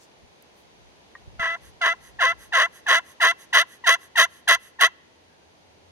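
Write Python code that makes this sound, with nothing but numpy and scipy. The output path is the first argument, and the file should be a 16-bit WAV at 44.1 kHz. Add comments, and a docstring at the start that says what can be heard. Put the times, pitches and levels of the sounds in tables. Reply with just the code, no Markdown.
"""A wooden striker works a hand-held pot call in a quiet yard.
Skin and cloth brush as the grip is found, low wind and bumps touch the microphone, and the tip is set down.
Eleven turkey yelps follow, growing quicker and louder, by stick-slip friction driving the pot's resonances:
a thin high note breaks to a raspy lower one and flips up at the let-go; the tip hisses softly back between yelps.
Deck and trees return faint echoes; two faint far notes and a low drone come through at the end."""
import sys
import numpy as np
from scipy import signal
from scipy.fft import rfft, irfft
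from scipy.io import wavfile

SR = 44100
rng = np.random.default_rng(int(sys.argv[2]) if len(sys.argv) > 2 else 0)


def put_to_file(sound):
    """Save the sound as 16-bit audio at rate SR, in the file named by the first command-line argument."""
    columns = np.atleast_2d(sound).T  # one column per channel
    safe = np.clip(columns, -1, 1)
    whole_steps = np.round(safe * 32767)
    wavfile.write(sys.argv[1], SR, whole_steps.astype(np.int16))


N = 260631
TIME, HZ = np.arange(N) / SR, np.fft.rfftfreq(N, 1 / SR)

# one stroke a yelp; the high note precedes the break, then the hand presses, holds and eases:
# break_s, high_note_s, press_s, hold_s, break_to_let_go_s, level_db, high_level_db, high_pitch_hz,
# rasp (0-1), hardness_db (steers the treble shelves)
YELPS = [(1.394, 0.0046, 0.039, 0.021, 0.16, -23, -37, 743, 0.63, -7),
         (1.818, 0.0099, 0.038, 0.011, 0.11, -17.5, -29, 853, 0.9, -8.5),
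         (2.209, 0.023, .015, 0.021, 0.11, -16, -28, 935, .78, -10),
         (2.538, 0.019, .020, 0.062, 0.12, -16, -26.5, 959, 0.71, -7.5),
         (2.887, .027, 0.017, 0.032, 0.1, -14.5, -26, 915, .9, -4),
         (3.217, 0.019, 0.022, 0.011, 0.096, -13.5, -25.5, 975, 0.91, -3.3),
         (3.544, 0.019, .012, 0.018, 0.077, -12.5, -20.5, 988, 1, -0.5),
         (3.87, .034, 0.013, 0.009, 0.077, -12, -30, 1002, 0.86, -1),
         (4.179, .027, .012, 0.011, .068, -11.5, -23.5, 969, .8, 0.5),
         (4.486, .014, 0.0099, .018, 0.066, -12, -20.5, 945, 0.85, 0.5),
         (4.811, .024, 0.011, 0.027, 0.056, -12, -29.5, 956, 0.89, 0.5)]
# at full pressure the tip may catch in a slower cycle: middle_s, length_s, slip_rate_hz, rasp (0-1)
CATCHES = [(2.249, 0.024, 519, 0.17), (2.586, 0.018, 525.4, 0.3), (2.608, 0.0051, 561, 0.5),
           (2.626, 0.0087, 591, 0.4), (2.922, .008, 536.7, .44), (2.952, 0.0078, 586, 0.76),
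           (3.264, 0.01, 607, 0.94), (3.592, 0.0096, 570, 0.4), (3.898, .008, 527, 0.3),
           (4.212, 0.0094, 535, 0.45), (4.51, 0.0094, 566.3, 1), (4.824, .006, 539.5, 0.64)]
# resonances of plate and pot: centre_hz, width_hz, relative_level_db
POT_MODES = [(467.4, 100, -9.5), (690, 260, -13), (1073, 107, 2.5), (1146, 60, -29.5), (1375, 170, -3),
             (1676, 234, 1.5), (1830, 71, 2), (1967, 122, 5.5), (2660, 240, -8), (2943, 200, -3),
             (3240, 310, -5), (3740, 380, -10), (4255, 360, -12.5), (4946, 340, -15), (6110, 320, -12.5),
             (6650, 670, -21), (8435, 1000, -24), (11125, 1050, -18.5), (15400, 600, -43.5)]
# paths from plate to the two microphones: frequency_hz, left_minus_right_db, left_lead_rad
MICROPHONE_PATHS = [(450.0, -0.2, -0.1), (660.0, -0.3, -0.1), (1060.0, 4.0, -0.8), (1370.0, -1.9, -1.4),
                    (1720.0, -0.9, -0.7), (1980.0, 2.3, -1.0), (2700.0, 0.8, -2.0), (3300.0, -4.4, -2.2),
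                    (3740.0, -4.2, -2.0), (4300.0, -5.2, -2.9), (5000.0, 1.5, -5.6), (6150.0, -13.2, -6.7),
                    (6700.0, -7.3, -8.2), (8400.0, -8.7, -7.6), (10500.0, 0.0, -6.2), (11100.0, -0.5, -5.8),
                    (11700.0, -0.5, -5.0), (15400.0, 0.5, -6.3)]
# long ringing modes of the striker: pitch_hz, gain_at_resonance_db, t60_s
STRIKER_MODES = [(1350, -35, .3), (1705, -40, .3), (2688, -15, .35)]
# the tip sliding back: middle_s, length_s, peak_level_db
RETURNS = [(1.662, 0.14, -53), (2.06, 0.15, -51.5), (2.43, .14, -49), (2.766, 0.12, -49.5),
           (3.094, 0.14, -50.5), (3.419, 0.11, -48), (3.726, 0.15, -50.5), (4.036, 0.12, -50.5),
           (4.351, 0.17, -53), (4.652, .16, -51)]
# modes of the lightly touched plate: pitch_hz, relative_level_db, t60_s
TOUCH_MODES = [(600, -19, .04), (1060, -10, .04), (1165, -7, .04), (1690, -5, .025), (1865, 0, .042),
               (3050, -24, .02)]
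# fingers and sleeves brushing: middle_s, length_s, centre_hz, peak_level_db
BRUSHES = [(0.029, 0.096, 6220, -57.5), (.425, 0.0045, 11300, -50), (.59, .14, 10400, -69.5)]
# spectrum of the yard's wash: frequency_hz, relative_level_db
YARD_COLOUR = [(50, -15.5), (120, -5.5), (250, -4), (400, -2), (950, -5), (1200, -12), (2200, -11.5),
               (3400, -13), (4900, -16), (5600, -20.5), (6200, -16), (6800, -22.5), (7400, -29),
               (8500, -28.0), (11200, -29.5), (12800, -40), (15800, -49.5)]
# level of the yard's wash: time_s, level_db
YARD_LEVEL = [(0, -55.5), (1.2, -54.5), (3, -54.5), (4.9, -57.5), (5.91, -56)]
# left-right likeness of the wash: frequency_hz, likeness (-1 to 1)
YARD_LIKENESS = [(60, -0.31), (180, 0.56), (550, 0.02), (1650, -0.31), (4970, -0.19), (15000, 0.19)]
# spectrum of wind on the microphone: frequency_hz, relative_level_db
WIND_COLOUR = [(12, -40.5), (20, -15), (40, -4), (59, 8.5), (140, -5), (170, -3), (220, -35.5), (370, -120)]
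# a light breeze: time_s, level_db
BREEZE = [(0, -72.5), (2.5, -62), (3.5, -79.5), (4.8, -73.5), (5.9, -86)]
# gusts on top of the breeze: middle_s, length_s, peak_level_db
GUSTS = [(.25, 0.19, -74), (.85, 0.26, -61), (1.37, 0.52, -53), (1.69, 0.23, -54), (2.25, .7, -57),
         (4.53, .18, -55)]
# soft bumps of wind and handling: middle_s, length_s, peak_level_db
BUMPS = [(0.24, 0.047, -48.5), (1.28, 0.027, -42.5), (1.335, 0.039, -50), (1.4, 0.02, -38),
         (4.518, 0.064, -52), (4.83, .07, -61)]
# spectrum of the bumps: frequency_hz, relative_level_db
BUMP_COLOUR = [(20, -18), (55, -2.5), (100, -6), (200, -14), (400, -26), (1500, -70.5)]
# level of a far low drone: time_s, level_db
DRONE_LEVEL = [(0, -81), (4.9, -70.5), (5.35, -70.5), (5.5, -68), (5.7, -63), (5.91, -64)]
# faint far notes: middle_s, length_s, pitch_hz, peak_level_db
FAR_NOTES = [(5.32, .13, 1590, -66), (5.43, .07, 1570, -69)]

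# the thin high note fades in, sinks, and breaks down to the low one
SINK_HZ_PER_S, ATTACK_S, ATTACK_DB, BREAK_S = 4800, .007, -21, .011
# the low note starts sharp and settles, is dragged flat by chatter, and climbs as the hand eases
LOW_HZ, SHARP_HZ, SETTLE_S, CHATTER_HZ, CHATTER_POWER = 663.1, 38.4, .008, 33.76, 4
CLIMB_HZ, CLIMB_POWER = 21.14, 2.9
# level at the break and the let-go against full pressure; how level and rasp follow pressure
BREAK_DB, EASED_DB, LEVEL_POWER = -5.5, -7, 1.41
RASP_POWER, LIGHT_RASP = 2, .1  # LIGHT_RASP: rasp with no pressure
# as the hand lets go, the note flips up and dies
FLIP_HZ, FLIP_S, FLIP_POWER, FADE_DB_PER_S, RELEASE_S = 1023.2, .0125, 2.9, 1150.5, .024
CATCH_EDGE_S = .006
# rms judder in level at full rasp; rms treble spit before the shelves scale it; their middle rate
JUDDER_DB, SPIT_DB, JUDDER_HZ = 1.67, 1.55, 88.85
# treble accent just after the break, also before the shelves scale it
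ACCENT_DB, ACCENT_AFTER_S, ACCENT_WIDTH_S = 1.5, .008, .016
TOUCH_AT_S, TOUCH_DB = 1.152, -31.5
CEILING, EDGE_HZ = .95, 15900  # amplitude limit; upper band edge


def yelp(row, response, grit_db=-18, scrape_db=-3, grit_decay=.2, bite_slope=1.0, loud_db=-16,
         rasp_db=-4.5, light_db=-29, round_db=-16):
    """Source-filter principle: stick-slip pulses and the grit of each slide excite the pot's resonances."""
    *motion, hardness_db = row
    t, level_db, hz, rasp = stroke(*motion)
    pulses, since_slip = slips(hz, rasp)
    # grit is strongest just after a slip; grit_decay is in cycles
    grit = evened((0.065 + np.exp(-since_slip / grit_decay)) * rng.standard_normal(len(t)))
    # the highest partials dissolve into scraping
    drive = shelf(pulses, 6000, db=-16.5)
    drive = drive + gain_of(grit_db) * grit + gain_of(scrape_db) * treble(grit, 3500)

    # a harder stroke sharpens each slip, up to a limit; a chattering tip loses contact and scrapes less
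    bite_db = hardness_db + bite_slope * np.minimum(level_db - loud_db, 0) + rasp_db * rasp
    since_accent = t - row[0] - ACCENT_AFTER_S
    bite_db += ACCENT_DB * np.exp(-(since_accent / ACCENT_WIDTH_S) ** 2)
    bite_db += SPIT_DB * waver(t, JUDDER_HZ)
    drive = shelf(drive, 2400, 0.84 * bite_db + 1.5)
    drive = shelf(drive, 11000, 1.8 * bite_db)
    # hard chatter also shakes the whole pot
    drive = shelf(drive, 430, -2.2 * rasp * np.maximum(hardness_db, 0))
    # a very light touch rounds the slips to a near sine
    lightness = np.clip((light_db - level_db) / 7, 0, 1)
    drive = shelf(drive, 1200, round_db * lightness)

    sound = through(drive, response)
    # level the short-time power, then impose the stroke's own level
    window = signal.windows.hann(600)
    power = np.convolve((sound ** 2).mean(0), window / window.sum(), "same")
    level = gain_of(level_db + JUDDER_DB * rasp * waver(t, JUDDER_HZ))
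    fade = signal.windows.tukey(len(t), .05)
    return t[0], sound / np.sqrt(power + 1e-12) * level * fade


def stroke(at, high_s, press_s, hold_s, length, db, high_db, high_hz, full_rasp):
    """Friction control: hand pressure governs the level, slip rate and rasp of one stroke."""
    t = np.arange(-high_s, length + RELEASE_S, 1 / SR)  # zero at the break
    ease_s = max(length - press_s - hold_s, .005)
    pressure = np.clip(np.minimum(t / press_s, (length - t) / ease_s), 0, 1)
    high = np.clip(-t / BREAK_S, 0, 1)  # share of the high note
    begun, let_go = t + high_s, np.maximum(t - length, 0)  # seconds since each

    level_db = db + np.where(t < press_s, BREAK_DB, EASED_DB) * (1 - pressure) ** LEVEL_POWER
    level_db += high * (high_db - level_db)
    level_db += ATTACK_DB * np.maximum(1 - begun / ATTACK_S, 0) - FADE_DB_PER_S * let_go

    rasp = LIGHT_RASP + (full_rasp - LIGHT_RASP) * pressure ** RASP_POWER
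    hz = LOW_HZ + SHARP_HZ * np.exp(-np.maximum(t, 0) / SETTLE_S)
    hz -= CHATTER_HZ * abs(rasp) ** CHATTER_POWER
    hz += CLIMB_HZ * (t > press_s) * (1 - pressure) ** CLIMB_POWER
    flip = np.minimum(let_go / FLIP_S, 1) ** FLIP_POWER
    hz += high * (high_hz - SINK_HZ_PER_S * begun - hz) + (FLIP_HZ - hz) * flip

    for middle, span, slow_hz, slow_rasp in CATCHES:
        caught = np.clip(.5 + (span / 2 - abs(at + t - middle)) / CATCH_EDGE_S, 0, 1)
        hz = hz + caught * (slow_hz - hz)
        rasp = rasp + caught * (slow_rasp - rasp)
    return at + t, level_db, hz, np.clip(rasp, 0, 1)


def slips(hz, rasp, jitter=0.11, uneven=.5, scatter=0.059, lurch=0.12, count=256):
    """Stick-slip oscillation: irregular band-limited force pulses, and each sample's phase in its cycle."""
    turns, sample = np.cumsum(hz) / SR, np.arange(len(hz))
    slip = np.arange(1, int(turns[-1]))
    rough = np.clip(np.interp(slip, turns, rasp), .06, 1)
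    # long and short slips nearly alternate
    swing = rough * unrest(count, turn=.44, memory=.9)[slip]
    # pressed hard, the tip also drags and catches up
    drag = rough ** 2 * unrest(count, turn=.14, memory=.8)[slip]
    stray = rough * rng.standard_normal(count)[slip]
    slip_turn = slip + jitter * swing + lurch * drag + scatter * stray
    at = np.sort(np.interp(slip_turn, turns, sample))
    force = np.exp(uneven * np.tanh(swing))  # a longer stick stores more force
    offset = sample[:, None] - at
    pulses = (np.sinc(offset) * (abs(offset) < 20)) @ force
    return evened(pulses), np.interp(sample, at, slip) % 1


def unrest(count, turn, memory):
    """Damped random oscillation: a two-pole recursion advances by a fraction of a turn from slip to slip."""
    r = np.clip(memory, 0, .97)
    kicks = rng.standard_normal(2 * count)
    swing = signal.lfilter([1], [1, -2 * r * np.cos(2 * np.pi * turn), r * r], kicks)
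    return evened(swing[count:])


def waver(t, rate_hz, count=16):
    """Superposition: sines from half to twice a rate sum to a random wobble of rms 1."""
    spread, phase = rng.random((2, count, 1))
    rates = rate_hz * 2 ** (2 * spread - 1)
    return evened(np.sin(2 * np.pi * (rates * t + phase)).sum(0))


def pot_response(skirt=1.767, leak_db=-46, size=2048):
    """Modal resonance: minimum-phase impulse response of the pot, with level and phase for each microphone."""
    hz = np.fft.rfftfreq(size, 1 / SR)
    power = sum(gain_of(db) ** 2 / (1 + (2 * (hz - f) / width) ** 2) ** skirt
                for f, width, db in POT_MODES)
    power = power + gain_of(leak_db) ** 2 / (1 + (hz / 7500) ** 10)
    radiation = hz ** 2 / (hz ** 2 + 230 ** 2)  # a small pot radiates little bass
    log_gain = np.log(np.sqrt(power) * radiation + 1e-4)
    # minimum phase follows from the log gain by the Hilbert transform
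    phase = -signal.hilbert(np.r_[log_gain, log_gain[-2:0:-1]]).imag[:len(hz)]
    centre, pan_db, lead = np.transpose(MICROPHONE_PATHS)
    side = np.array([[.5], [-.5]])
    paths = gain_of(side * np.interp(hz, centre, pan_db)) * np.exp(1j * side * np.interp(hz, centre, lead))
    # time zero sits mid-buffer, as the centred convolution expects
    return np.roll(irfft(np.exp(log_gain + 1j * phase) * paths), size // 2, axis=1)


def through(x, response):
    """Linear filtering: a force on the plate is convolved with the pot's response."""
    return signal.fftconvolve(np.array([x, x]), response, "same", axes=1)


def striker(x):
    """Sympathetic resonance: narrow modes of the rod ring on after each stroke."""
    t = np.arange(SR // 2) / SR
    ring = 0
    for hz, db, t60 in STRIKER_MODES:
        unit_gain = 2 * np.log(1000) / (t60 * SR)
        ring = ring + gain_of(db - 60 * t / t60) * np.sin(2 * np.pi * hz * t) * unit_gain
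    return signal.fftconvolve(x, ring[None], axes=1)[:, :N]


def sliding_hiss(response, bright_db=13):
    """Sliding friction: without pressure there are no slip cycles, only grit noise through the pot."""
    grit = rng.standard_normal(N)
    hiss = evened(through(grit + gain_of(bright_db) * treble(grit, 6100), response))
    return hiss * swells(RETURNS)


def touch(rise=0.00091):
    """Impulse excitation: a light knock of the tip sets off decaying plate modes (rise in s)."""
    t = np.arange(SR // 5) / SR
    ring = sum(gain_of(db - 60 * t / t60) * np.sin(2 * np.pi * hz * t) for hz, db, t60 in TOUCH_MODES)
    return TOUCH_AT_S, gain_of(TOUCH_DB) * ring * (1 - np.exp(-t / rise))


def echo(x, db, t60, dull_hz, delay):
    """Multiple reflection: sparse random-sign taps, low-passed and decaying, follow after a delay in s."""
    t = np.arange(SR) / SR
    signs = rng.choice([-1., 1.], (2, SR))
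    present = rng.random((2, SR)) < 2000 / SR  # about 2000 reflections a second
    taps = signs * present * (t > delay) * gain_of(-60 * t / t60)
    low_pass = signal.butter(2, dull_hz, fs=SR, output="sos")
    taps = signal.sosfilt(low_pass, taps / np.linalg.norm(taps[0]))
    return gain_of(db) * signal.fftconvolve(x, taps, axes=1)[:, :N]


def brushes():
    """Rubbing friction: skin and cloth give short broad bands of noise."""
    return sum(gain_of(db) * swell(s, length) * noise([(hz / 6, -25), (hz, 0), (hz * 2.6, -20)], 0.31)
               for s, length, hz, db in BRUSHES)


def outdoors():
    """Random noise fields: the yard's wash, with low-frequency wind and bumps on the microphone."""
    wash = noise(YARD_COLOUR, read(YARD_LIKENESS, HZ)) * gain_of(np.interp(TIME, *np.transpose(YARD_LEVEL)))
    breeze = gain_of(np.interp(TIME, *np.transpose(BREEZE)))
    wind = noise(WIND_COLOUR, -.5) * (breeze + swells(GUSTS))
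    bumps = noise(BUMP_COLOUR, -.3) * swells(BUMPS)
    return wash + wind + bumps


def distance():
    """Narrow-band noise: a low drone and two faint notes from far away."""
    colour = [(45, -36.0), (72, -2), (88, 4.0), (130, -31.0), (400, -91.5)]  # frequency_hz, relative_level_db
    drone = noise(colour, 0.6) * gain_of(np.interp(TIME, *np.transpose(DRONE_LEVEL)))
    notes = sum(gain_of(db) * swell(s, length) * noise([(hz * 0.76, -70), (hz, 0), (hz * 1.5, -70)], 0.56)
                for s, length, hz, db in FAR_NOTES)
    return drone + notes


def noise(colour, same=0.):
    """Spectral shaping and coherence: stereo noise of a given spectrum and left-right likeness, rms 1."""
    a, b = rfft(rng.standard_normal((2, N)))
    same = np.clip(same, -1, 1)
    pair = np.array([a, same * a + np.sqrt(1 - same ** 2) * b])
    return evened(irfft(pair * gain_of(read(colour, HZ)), N))


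def swell(middle, length):
    """Amplitude envelope: one smooth squared-cosine rise and fall."""
    return np.cos(np.pi * np.clip((TIME - middle) / length, -.5, .5)) ** 2


def swells(rows):
    """Superposed envelopes from rows of middle_s, length_s, peak_level_db."""
    return sum(gain_of(db) * swell(s, length) for s, length, db in rows)


def shelf(x, corner_hz, db):
    """Shelving filter: raises or lowers everything above a corner; db may be a curve."""
    return x + (gain_of(db) - 1) * treble(x, corner_hz)


def treble(x, corner_hz):
    """Zero-phase high-pass: the part of x above a corner, without delay."""
    return signal.sosfiltfilt(signal.butter(2, corner_hz, "high", fs=SR, output="sos"), x)


def gain_of(db):
    """Decibel law: level to amplitude."""
    return 10 ** (np.asarray(db) / 20)


def evened(x):
    """Power normalisation: scales to rms 1."""
    return x / np.sqrt(np.mean(x ** 2) + 1e-20)


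def read(points, hz):
    """Log-frequency interpolation of (frequency_hz, value) points."""
    f, value = np.transpose(points)
    return np.interp(np.log(hz + 1), np.log(f + 1), value)


def add(mix, s, sound):
    """Superposition: mixes a sound in at time s, in seconds."""
    part = mix[..., round(s * SR):][..., :sound.shape[-1]]
    part += sound[..., :part.shape[-1]]


def scene():
    """Superposition of the call close by, reflections from the deck and the trees, and the yard."""
    response, call = pot_response(), np.zeros((2, N))
    for row in YELPS:
        add(call, *yelp(row, response))
    add(call, *touch())
    call += sliding_hiss(response)
    call += striker(call)
    scattered = shelf(call, 2400, db=3.5)  # small things nearby scatter the treble best
    deck = echo(scattered, db=-26, t60=0.06, dull_hz=9000, delay=0.0099)
    trees = echo(scattered, db=-37.5, t60=1.0, dull_hz=3470, delay=0.03)
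    return call + deck + trees + brushes() + outdoors() + distance()


def record(dry):
    """Soft saturation rounds off the very highest peaks; a linear-phase low-pass then limits the band."""
    rounded = dry / (1 + (dry / CEILING) ** 8) ** (1 / 8)
    low_pass = signal.firwin(511, EDGE_HZ, window=("kaiser", 9), fs=SR)
    return signal.oaconvolve(rounded, low_pass[None], "same")


dry = scene()
out = record(dry)
put_to_file(out)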